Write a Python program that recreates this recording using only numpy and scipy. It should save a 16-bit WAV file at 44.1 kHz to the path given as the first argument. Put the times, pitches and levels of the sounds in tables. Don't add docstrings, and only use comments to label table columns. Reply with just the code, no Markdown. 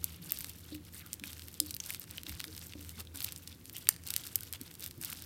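import sys
import numpy as np
from scipy import signal
from scipy.fft import rfft, irfft
from scipy.io import wavfile
from scipy.ndimage import uniform_filter1d

SR = 44100
rng = np.random.default_rng(int(sys.argv[2]) if len(sys.argv) > 2 else 0)


def transcribe(signal):
    frames = np.atleast_2d(signal).T
    limited = np.clip(frames, -1, 1)
    pcm = np.round(limited * 32767).astype(np.int16)
    wavfile.write(sys.argv[1], SR, pcm)


N = 231921

# pitch_hz, level_db (per Hz)
AIR_SPECTRUM = [(20, -36), (35, -14), (60, -6), (85, 5), (110, 3), (135, -3), (220, -5), (320, -5.5),
                (410, -14), (490, -13), (650, -25), (1100, -24), (1500, -25), (6500, -29.5), (15000, -29)]
AIR_DB = -56
# pitch_hz, level_db
HUM_TONES = [(82.4, -62), (165.5, -68)]
# time_s, gain_db
HUM_SWELL_CURVE = [(0, 8.5), (.2, 8), (.37, 6), (.62, 9.5), (.85, 2), (1.55, 2), (1.85, 7), (2.15, 3),
                   (2.7, 1.5), (2.92, 6.5), (3.35, 3.5), (3.62, -4.5), (4.05, 1.5), (4.65, -2), (5.26, 3.5)]
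# pitch_hz, fall_s
ROOM_FALL = [(300, 0.8), (3000, 0.43), (9000, 0.25), (16000, 0.11)]
ROOM_DB = -20.5
# pitch_hz, gain_db
PATH_COLOUR = [(200, -32), (600, -2.5), (1000, -4), (1400, 0.5), (3000, -0.5), (4500, 0), (6900, -5.5),
               (8200, -0.5), (11000, -2), (13700, 2), (14500, 4.5), (15600, -4.5)]
# start_s, level_db, contact_s, pitch_share (multiplies every tone below)
HOLLOW_BUMPS = [(0.72, -41, 0.0075, 0.99), (.746, -46.5, 0.012, 0.98), (1.215, -53, 0.015, 0.94),
                (1.608, -38.5, 0.02, 0.99), (2.277, -48.5, 0.0089, 1), (2.463, -46.5, 0.032, 1.03),
                (2.754, -49, 0.00053, .97), (2.789, -47, 0.008, 0.95), (3.141, -51, 0.0094, 0.9),
                (4.977, -51.5, 0.013, 1.1)]
# pitch_hz, level_db (added to the bump's), fall_s (time to fall by 60 dB)
HOLLOW_TONES = [(305.2, 3.5, 0.22), (280, -1, 0.064), (366, -10, 0.13), (533, -4, 0.052), (567, -28, 0.071)]
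# start_s, length_s, level_db, start_pitch_hz, end_pitch_hz
DULL_PUSHES = [(.187, 0.057, -50.5, 183, 144), (.253, 0.046, -53.5, 182, 150),
               (.262, .035, -60.5, 336, 266), (1.205, 0.042, -55.5, 219, 190),
               (1.222, 0.021, -58.5, 348, 300), (1.252, 0.029, -57.5, 252, 170),
               (2.275, 0.048, -57, 254, 214), (2.283, 0.082, -49, 84, 61.6),
               (2.475, 0.044, -62.5, 470, 427), (2.962, .053, -59, 252, 208), (2.98, 0.036, -64, 424, 360),
               (3.14, 0.031, -66, 269, 227), (4.606, 0.021, -48.5, 295, 258), (4.969, 0.023, -49, 137, 101),
               (4.972, .045, -60.5, 267, 217)]
# start_s, length_s, level_db, start_pitch_hz, end_pitch_hz, sharpness_q
SKIN_SLIDES = [(0, 0.29, -66, 3310, 2700, 1.7), (0.698, 0.051, -59, 3680, 4420, 2.8),
               (.92, 0.068, -65, 1610, 2120, 2.5), (0.97, 0.074, -61, 2500, 2107, 1.3),
               (1.02, 0.063, -63, 1543, 1275, 5), (1.267, 0.043, -58, 3500, 3260, 4.5),
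               (1.672, 0.032, -55, 4900, 4160, 3.6), (1.85, .1, -71, 1300, 1700, 1.5),
               (2.924, 0.065, -66, 2170, 2090, 15), (2.972, 0.051, -57, 1000, 752, 1.3),
               (2.98, 0.041, -65, 2500, 2295, 1.5), (3.128, .06, -70, 1200, 687, 1.5),
               (3.738, 0.051, -57, 2800, 3290, 4.8), (4.38, .16, -73, 1510, 1460, 12)]
# start_s, firm_grip_s, whole_pull_s, crackle_level_db, treble_lift_db,
# thinning_db (change of level as the strand thins)
LUMP_PULLS = [(0.21, .21, .49, -48.5, 8.5, -7), (1.226, .06, .41, -48, 10, -7.5),
              (2.246, .04, .46, -46, 8, -9), (3.13, .14, .42, -47.5, 7, -11),
              (4.044, .14, .43, -46.5, 8.5, -7), (4.998, .1, .28, -46, 6.5, -7.5)]
GRIP_S, THINNING_S, LET_GO_S = 0.02, 0.07, 0.02
# start_s, length_s, crackle_level_db, treble_lift_db
LUMP_PRESSES = [(-.04, .23, -53, 6), (0.693, .085, -51, 11), (0.838, .06, -55.5, 6),
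                (0.904, .125, -50.5, 13), (1.013, .17, -56, 7), (1.64, .1, -50, 10), (1.786, .21, -48, 9),
                (1.988, .06, -52, 5), (2.048, .18, -53.5, 4), (2.539, .14, -54, 7), (2.721, .28, -53.5, 9),
                (2.966, .05, -45, 7), (3.582, .035, -58, 13), (3.629, .08, -55, 18), (3.71, .16, -51, 9.5),
                (3.855, .1, -51, 5), (3.962, .1, -62, 3), (4.397, .06, -52, 11), (4.463, .07, -57, 7),
                (4.517, .048, -45, 6), (4.565, .24, -55, 7), (4.781, .11, -48, 10), (4.87, .14, -63, 14)]
PRESS_EDGES = 0.75
REST_DB, REST_LIFT_DB = -70, 0
SETTLE_S = .005
# pitch_hz, gain_db
CRACKLE_COLOUR = [(150, -9), (500, 7), (900, 9), (1800, -2), (3000, 1), (4500, -1), (6500, -0.5),
                  (9000, -6.5), (13000, -5), (16000, -11.5)]
# start_s, level_db (energy packed in 1 ms), pitch_hz, sharpness_q, tear_s (time the skin takes to tear)
AIR_POCKETS = [(0.0428, -18, 10500, 1.5, 0.000047), (0.162, -44, 11500, 4.4, .0002),
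               (0.296, -35.5, 5300, 5.9, 0.0003), (0.3074, -34, 12000, 2.5, 0.00011),
               (0.3207, -23.5, 11000, 0.18, 0.00043), (0.3206, -18, 13500, 5.6, .0005),
               (.3441, -39, 8700, 1, .0001), (0.359, -41, 6000, 1.5, 0.00012),
               (.363, -42, 5860, 1.5, .0001), (0.3732, -35, 5040, 1.4, 0.00011),
               (0.388, -30, 14400, 2, 0.00013), (.3966, -41, 14100, 4, .0002),
               (0.407, -31, 6950, 0.27, .0003), (.4126, -35, 9800, 1.2, .0002),
               (0.4449, -29.5, 3950, 0.22, 0.00025), (.4842, -45, 11000, 1.5, 0.00022),
               (.494, -38, 7550, 1.5, .0002), (0.4965, -34, 11800, 0.6, 0.00026),
               (.6076, -52, 13800, 5, .0002), (.7465, -41, 12900, 0.91, .0002),
               (0.7496, -39.5, 2800, 2, .0005), (0.9456, -39, 8800, 5.3, .0003),
               (.9948, -40, 13000, 0.55, .0002), (1.0633, -39.5, 12000, .36, 0.0002),
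               (1.1315, -25, 7260, 2.1, 0.00017), (1.14, -34, 10200, 0.57, .0001),
               (1.1974, -38, 4800, 1.2, 0.00035), (1.238, -30.5, 2200, 2.1, 0.00037),
               (1.238, -39, 8200, 6, 0.00018), (1.279, -39, 4500, 0.66, .0003),
               (1.3317, -36.5, 5860, 0.44, 0.00022), (1.395, -38, 3670, 0.64, 0.000075),
               (1.421, -39, 4060, 1.1, 0.00039), (1.484, -36, 9100, 0.17, 0.00023),
               (1.5422, -38.5, 7560, 2.2, 0.00016), (1.6021, -20.5, 5150, 8.3, 0.00021),
               (1.6013, -25, 4100, 8, 0.00018), (1.6019, -14.5, 8900, 1.8, 0.000095),
               (1.6479, -47, 9000, 1, .0002), (1.6622, -37.5, 8500, 2.3, .0001),
               (1.708, -28, 6950, 0.81, 0.0038), (1.742, -32, 4840, 5.3, 0.00061),
               (1.7472, -30.5, 13800, 2.5, .0001), (1.766, -30.5, 7460, 0.44, 0.00098),
               (1.802, -24, 6160, 20, 0.0029), (1.802, -37, 3080, 5.5, .0003),
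               (1.8387, -37, 4960, 1.7, 0.00022), (1.862, -33, 7760, 0.72, 0.0018),
               (1.897, -33.5, 4740, 0.56, 0.00012), (1.905, -32, 2300, 3.6, 0.000071),
               (1.905, -27.5, 9900, 1.6, 0.00013), (1.937, -34, 8000, .4, .002),
               (1.947, -29.5, 4530, 0.45, 0.000093), (1.9972, -31.5, 14550, 3.7, 0.00014),
               (2.018, -39.5, 6500, .9, .0001), (2.0406, -41, 7000, 1.2, .0002),
               (2.1108, -34, 13500, 0.59, .0001), (2.1753, -36, 13000, 1.1, 0.00013),
               (2.1814, -31, 3160, 4.5, 0.00019), (2.234, -35, 6100, 0.34, 0.000045),
               (2.267, -33.5, 3570, 3.5, 0.00068), (2.2945, -31.5, 8500, 0.38, 0.00035),
               (2.3236, -41, 1890, .8, .0002), (2.3518, -44, 7960, .7, .0001),
               (2.397, -36.5, 4570, 2.5, .0002), (2.4032, -27.5, 2840, 0.54, 0.00011),
               (2.4129, -37, 4800, 1.2, .0002), (2.442, -30, 2980, 0.75, 0.00025),
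               (2.4503, -40, 10900, 3, .0002), (2.4808, -40.5, 4600, 3.3, .0002),
               (2.528, -43, 4500, 5, .0003), (2.55, -41, 4800, 2.5, .0002),
               (2.565, -36, 13700, 0.46, 0.0017), (2.5784, -34.5, 4840, 1.5, 0.00015),
               (2.5924, -39, 12000, 1, .001), (2.615, -41, 5000, 2.3, .0002),
               (2.668, -40, 12100, 0.77, .0002), (2.695, -46, 4200, 1.4, 0.00018),
               (2.7237, -41, 3100, 2, .0003), (2.7354, -37.5, 2920, 2.2, 0.00075),
               (2.8111, -43, 13400, 4, .0002), (2.8276, -44, 7500, 1.1, .0002),
               (2.8484, -42, 4000, 0.36, .0002), (2.8933, -34.5, 6660, 0.95, 0.00012),
               (2.9054, -44, 9500, .8, .0002), (2.999, -37, 7500, .9, .0002),
               (3.0035, -41.5, 2770, 8, .0005), (3.072, -44, 3460, 5.6, 0.00066),
               (3.158, -33.5, 9600, 1.4, .0001), (3.173, -34, 8500, 1.4, .0008),
               (3.2049, -28.5, 5400, 0.31, 0.0017), (3.219, -33, 4000, 1.9, .0003),
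               (3.2272, -31, 15000, 2, .0002), (3.2364, -35, 14000, 0.57, .0002),
               (3.2424, -33, 4900, 2.3, .0002), (3.2454, -23, 9000, 0.49, 0.00038),
               (3.2452, -31, 13100, 7.8, .0004), (3.269, -40, 4220, 0.92, 0.00022),
               (3.283, -39, 2410, 2.9, .0004), (3.288, -36, 4130, 0.97, 0.0003),
               (3.3226, -32, 7250, 0.62, 0.000076), (3.3274, -39, 13000, 0.34, 0.00034),
               (3.362, -33.5, 6400, 1.6, 0.00028), (3.3771, -41, 8100, 5, 0.00033),
               (3.3842, -43, 13400, 1.4, .0002), (3.4746, -32.5, 5340, 1.4, 0.004),
               (3.527, -43, 3900, 3, 0.0012), (3.656, -39, 7000, 0.67, .0002),
               (3.6967, -36, 4830, 0.35, 0.000096), (3.7298, -42, 12900, 2.5, .0002),
               (3.7357, -44, 12900, 2.5, .0002), (3.761, -40.5, 2840, 7.2, 0.0005),
               (3.7666, -31, 6900, 0.43, 0.00016), (3.7823, -34, 13440, 2.2, .0001),
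               (3.8714, -32.5, 2440, 1.5, 0.00056), (3.8895, -7, 9100, 1.4, 0.00087),
               (3.89, -22.5, 1470, 3.5, 0.000096), (3.8905, -27.5, 2210, 1.3, 0.00019),
               (3.942, -43, 7500, .7, .0002), (3.9635, -40, 3470, 0.34, 0.00021),
               (4.037, -42.5, 6000, 0.8, .0001), (4.068, -33, 12000, 0.32, 0.00033),
               (4.0749, -32, 8140, 0.56, 0.00031), (4.0869, -34, 5500, 1.3, .0002),
               (4.1048, -23, 7800, 0.57, 0.0021), (4.139, -25, 6130, 0.48, 0.000066),
               (4.164, -17.5, 7200, 0.64, 0.000051), (4.1796, -36, 7750, 1.4, .0002),
               (4.192, -46, 4000, .7, .0002), (4.237, -39, 3790, 1.6, 0.00024),
               (4.2407, -39, 8500, 1, .0002), (4.2459, -46, 12700, 4, .0002),
               (4.2533, -40, 8600, 3.6, .0003), (4.2675, -34.5, 9400, 0.46, .0002),
               (4.2718, -33.5, 6800, 0.66, .0003), (4.3292, -44, 8500, 1.3, .0002),
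               (4.3575, -15, 11600, 0.93, 0.00019), (4.408, -32.5, 14300, 0.39, .0001),
               (4.4338, -33, 9100, 0.36, 0.0001), (4.527, -27.5, 12000, 0.59, 0.00032),
               (4.536, -30, 4560, 0.69, 0.00057), (4.6138, -32.5, 8260, 0.8, 0.00086),
               (4.6337, -47, 13300, 3, .0002), (4.7133, -41.5, 3500, 0.57, .0003),
               (4.7409, -43, 8500, 0.92, .0002), (4.7526, -40, 6520, 0.65, 0.00018),
               (4.7963, -39, 9800, 2.7, .0002), (4.8067, -37.5, 12400, 1.7, 0.00018),
               (4.8248, -38, 4130, 1.1, 0.00035), (4.836, -36.5, 4000, 1.7, .0002),
               (4.841, -30, 14800, 0.54, 0.00022), (4.8624, -29, 13600, 0.16, 0.00008),
               (4.8779, -40, 10300, 1.4, .0002), (4.911, -38, 4870, 0.9, 0.00025),
               (5.0142, -32, 10600, 0.73, 0.00088), (5.027, -34, 8830, 1.6, .0003),
               (5.037, -33, 3500, .4, 0.00027), (5.048, -25.5, 14600, 0.68, 0.00068),
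               (5.0553, -36, 13400, 1.3, .0002), (5.1009, -32.5, 12000, .5, .0001),
               (5.1045, -35.5, 15000, 1, .0001), (5.1173, -38, 5000, 0.37, .0002),
               (5.1225, -37.5, 6900, 3, .0002), (5.1272, -33.5, 1870, 0.66, 0.00036),
               (5.1308, -31.5, 13000, 0.72, 0.00012), (5.1574, -46, 3960, 1.6, 0.00033),
               (5.2023, -44, 6300, 2.5, 0.00018), (5.2225, -34.5, 12700, 0.4, 0.00069),
               (5.2398, -45, 4700, 4, .0003)]
EDGE_HZ = 16200


def amp(db):
    return 10 ** (np.asarray(db) / 20)


def unit(x):
    return x / np.sqrt(np.mean(x ** 2) + 1e-20)


def read(points, hz):
    point_hz, value = np.transpose(points)
    return np.interp(np.log(hz + 1), np.log(point_hz), value)


def add(mix, s, sound):
    part = mix[max(round(s * SR), 0):][:len(sound)]
    part += sound[:len(part)]


def coloured(x, points, size=4096):
    log_gain = np.log(amp(read(points, abs(np.fft.fftfreq(size, 1 / SR)))))
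    taps = np.fft.ifft(np.exp(np.conj(signal.hilbert(log_gain)))).real
    return signal.oaconvolve(x, taps[:size // 2])[:len(x)]


def ring(x, hz, q):
    w = 2 * np.pi * np.clip(hz, 20, SR / 2) / SR
    size = 2 * len(x)
    s = 2j * np.pi * np.fft.rfftfreq(size) / w
    response = s / (1 + s / max(q, .2) + s * s)
    return irfft(rfft(x, size) * response, size)[:len(x)]


def drift(rate_hz):
    f = np.fft.rfftfreq(N, 1 / SR)
    noise = rfft(rng.standard_normal(N))
    return unit(irfft(noise * np.exp(-(f / rate_hz) ** 2), N))


def glide(length, start_hz, end_hz, width_hz, steady=0):
    size = int(length * SR)
    f = np.fft.fftfreq(size, 1 / SR)
    noise = rng.standard_normal(size) + 1j * rng.standard_normal(size)
    flutter = np.fft.ifft(np.fft.fft(noise) / (1 + (2 * f / width_hz) ** 2))
    turn = np.exp(2j * np.pi * np.cumsum(np.linspace(start_hz, end_hz, size)) / SR)
    tone = ((steady + flutter / np.std(flutter)) * turn).real
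    return unit(tone * signal.windows.tukey(size, .7))


def burst(hz, q, tear, scatter_db=-7, scatter_t60=0.011, low_cut=0.2, bass_hz=850, size=512):
    t, f = np.arange(size) / SR, np.fft.rfftfreq(size, 1 / SR) + 1
    rip, echoes = rng.standard_normal((2, size))
    snap = rip * np.exp(-(t / (1.04 * max(tear, 1 / SR))) ** 2)
    snap /= np.linalg.norm(snap)
    snap[0] = abs(snap[0]) + 0.6
    scatter = echoes * amp(-60 * t / scatter_t60) * (t > .0002)
    scatter *= amp(scatter_db) / np.linalg.norm(scatter)
    scatter[0] = 1
    click = np.convolve(snap, scatter)[:size]
    uneven_db = 10 * np.log10(uniform_filter1d(abs(rfft(click)) ** 2, size=19) + 1e-9)
    radiation_db = -10 * np.log10((1 + (low_cut * hz / (f + 100)) ** 2) * (1 + (bass_hz / f) ** 2))
    click = coloured(click, np.c_[f, radiation_db - uneven_db], size=size)
    click = ring(click, hz, q)
    return click / np.linalg.norm(click)


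def background(waver=0.38, wander_rad=0.42):
    t = np.arange(N) / SR
    hum = np.zeros(N)
    for hz, db in HUM_TONES:
        strength = amp(db) * np.sqrt(2) * (1 + waver * drift(3.0))
        hum += strength * np.sin(2 * np.pi * hz * t + wander_rad * drift(10.0))
    swell = amp(np.interp(t, *np.transpose(HUM_SWELL_CURVE)))
    air = unit(coloured(rng.standard_normal(N), AIR_SPECTRUM))
    return hum * swell + amp(AIR_DB) * air


def room(x, first_s=.005, early_db=2):
    t = np.arange(SR // 2) / SR
    early = 1 + amp(early_db) * np.exp(-t / .01)
    taps = early * rng.standard_normal(len(t)) * (rng.random(len(t)) < 1 / 8)
    hz, age, z = signal.stft(taps, SR, nperseg=128)
    fall = amp(-60 * age / read(ROOM_FALL, hz)[:, None])
    tail = signal.istft(z * fall, SR)[1]
    out = np.zeros(N)
    add(out, first_s, signal.fftconvolve(x, tail / np.linalg.norm(tail)))
    return out


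def bumps(level_db=0):
    out, t = np.zeros(N), np.arange(SR // 2) / SR
    for s, db, contact, pitch in HOLLOW_BUMPS:
        tones = np.zeros(len(t))
        for hz, tone_db, t60 in HOLLOW_TONES:
            tones += amp(tone_db - 60 * t / t60) * np.sin(2 * np.pi * pitch * hz * t)
        add(out, s, amp(db + level_db) * tones * (1 - np.exp(-2 * t / contact)))
    return out


def thuds(width_hz=55, steady=3.6):
    out = np.zeros(N)
    for s, length, db, start_hz, end_hz in DULL_PUSHES:
        add(out, s, amp(db) * glide(length, start_hz, end_hz, width_hz, steady))
    return out


def squelches(slips_hz=260, slip_db=4):
    out = np.zeros(N)
    for s, length, db, start_hz, end_hz, q in SKIN_SLIDES:
        add(out, s, amp(db) * glide(length, start_hz, end_hz, start_hz / q))
    slips = unit(amp(slip_db * drift(slips_hz)))
    return out * slips


def kneading():
    t = np.arange(N) / SR
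    strokes = [(np.full(N, amp(REST_DB)), REST_LIFT_DB)]
    for s, grip, length, db, lift_db, thinned_db in LUMP_PULLS:
        thinned = 1 - np.exp(-np.maximum(t - s - grip, 0) / THINNING_S)
        let_go = np.exp(-np.maximum(t - s - length, 0) / LET_GO_S)
        held = np.clip((t - s) / GRIP_S, 0, 1) * let_go
        strokes.append((held * amp(db + thinned_db * thinned), lift_db))
    for s, length, db, lift_db in LUMP_PRESSES:
        from_edge = np.minimum(t - s, s + length - t) / (length / 2)
        swell = np.sin(np.pi / 2 * np.clip(from_edge / PRESS_EDGES, 0, 1))
        strokes.append((amp(db) * swell, lift_db))
    power = sum(gain ** 2 for gain, _ in strokes)
    keep = np.exp(-1 / (SETTLE_S * SR))
    settled = signal.lfilter([1 - keep], [1, -keep], power - power[0]) + power[0]
    brightness_db = sum(gain ** 2 * lift_db for gain, lift_db in strokes) / power
    return 10 * np.log10(settled), brightness_db


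def crackle(per_s=1000, spread_db=3.7, crowding=.2, level_db=-1, fizz_db=-8, count=64):
    effort_db, lift_db = kneading()
    clumps = amp(1.8 * drift(45))
    rate = per_s * amp(crowding * (effort_db - effort_db.mean())) * clumps
    sizes = amp(spread_db * np.minimum(rng.exponential(1, N), 3.3))
    happens = rng.random(N) < rate / SR
    clicks = sizes * rng.choice([-1, 1], N) * happens / np.sqrt(rate)
    kind = rng.integers(0, count, N)
    grains = np.zeros(N)
    for k, hz in enumerate(np.geomspace(1400, 15000, count)):
        q = rng.uniform(1, 7)
        grain = burst(hz, q, rng.uniform(.00003, 0.0003), scatter_db=-1.5, low_cut=0.75)
        for i in np.flatnonzero(clicks * (kind == k)):
            add(grains, i / SR, np.sqrt(hz) * clicks[i] * grain)
    fizz = amp(fizz_db) * rng.standard_normal(N)
    sound = unit(coloured(unit(grains) + fizz, CRACKLE_COLOUR))
    body = signal.sosfiltfilt(signal.butter(2, 6000, fs=SR, output="sos"), sound)
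    lift = amp(lift_db - 2.0)
    sound = (body + lift * (sound - body)) / np.sqrt((1 + lift ** 2) / 2)
    return amp(effort_db + level_db) * unit(clumps) * sound


def bubbles(per_s=120, level_db=-8.0, spread_db=4, crowding=.3, follow=0.92,
            low_hz=2500, high_hz=12000, cycles=0.67, rise=0.013, size=400):
    effort_db = kneading()[0]
    mean_db = effort_db.mean()
    due = np.cumsum(per_s * amp(crowding * (effort_db - mean_db))) / SR
    out, t = np.zeros(N), np.arange(size) / SR
    for k, (wait, strength, place, damping) in enumerate(rng.random((int(due[-1]), 4))):
        i = np.searchsorted(due, k + wait)
        hz = low_hz * (high_hz / low_hz) ** place
        age = t * hz / (cycles * 2 ** (2 * damping - 1))
        song = np.sin(2 * np.pi * hz * t * (1 + rise * np.minimum(age, 6)))
        blip = age * np.exp(-age) * song
        chance_db = spread_db * (min(-np.log(1 - strength), 3) - 2)
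        db = mean_db + level_db + follow * (effort_db[i] - mean_db) + chance_db
        add(out, i / SR, amp(db) * np.sqrt(SR / per_s) * blip / np.linalg.norm(blip))
    return out


def small_pops(per_s=11, level_db=-48, spread_db=3, follow=0.11, crowding=0.95,
               low_hz=3000, high_hz=14000, q=1.1, tear=0.0002, count=200):
    effort_db = kneading()[0]
    effort_db = effort_db - effort_db.mean()
    due = np.cumsum(per_s * amp(crowding * effort_db)) / SR
    out = np.zeros(N)
    for k, (wait, size, place, damping) in enumerate(rng.random((count, 4))):
        i = np.searchsorted(due, k + wait)
        hz = low_hz * (high_hz / low_hz) ** place
        pop = burst(hz, q * 2 ** (2 * damping - 1), tear)
        if i < N:
            db = level_db + follow * effort_db[i] + spread_db * (2 * size - 1)
            add(out, i / SR, amp(db) * np.sqrt(SR / 1000) * pop)
    return out


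def pops(level_db=0):
    out = np.zeros(N)
    for s, db, hz, q, tear in AIR_POCKETS:
        add(out, s, amp(db + level_db) * np.sqrt(SR / 1000) * burst(hz, q, tear))
    return out


def scene():
    slime = coloured(pops() + small_pops() + bubbles() + crackle() + squelches(), PATH_COLOUR)
    echo = amp(ROOM_DB) * room(slime)
    return (slime + echo + bumps() + thuds() + background())[None]


def record(dry, ceiling=0.72):
    thinned = signal.sosfilt(signal.butter(4, 32, "high", fs=SR, output="sos"), dry)
    rounded = thinned / (1 + (thinned / ceiling) ** 4) ** .25
    taps = signal.firwin(301, EDGE_HZ, window=("kaiser", 8), fs=SR)
    return signal.oaconvolve(rounded, taps[None], "same")


dry = scene()
out = record(dry)
transcribe(out)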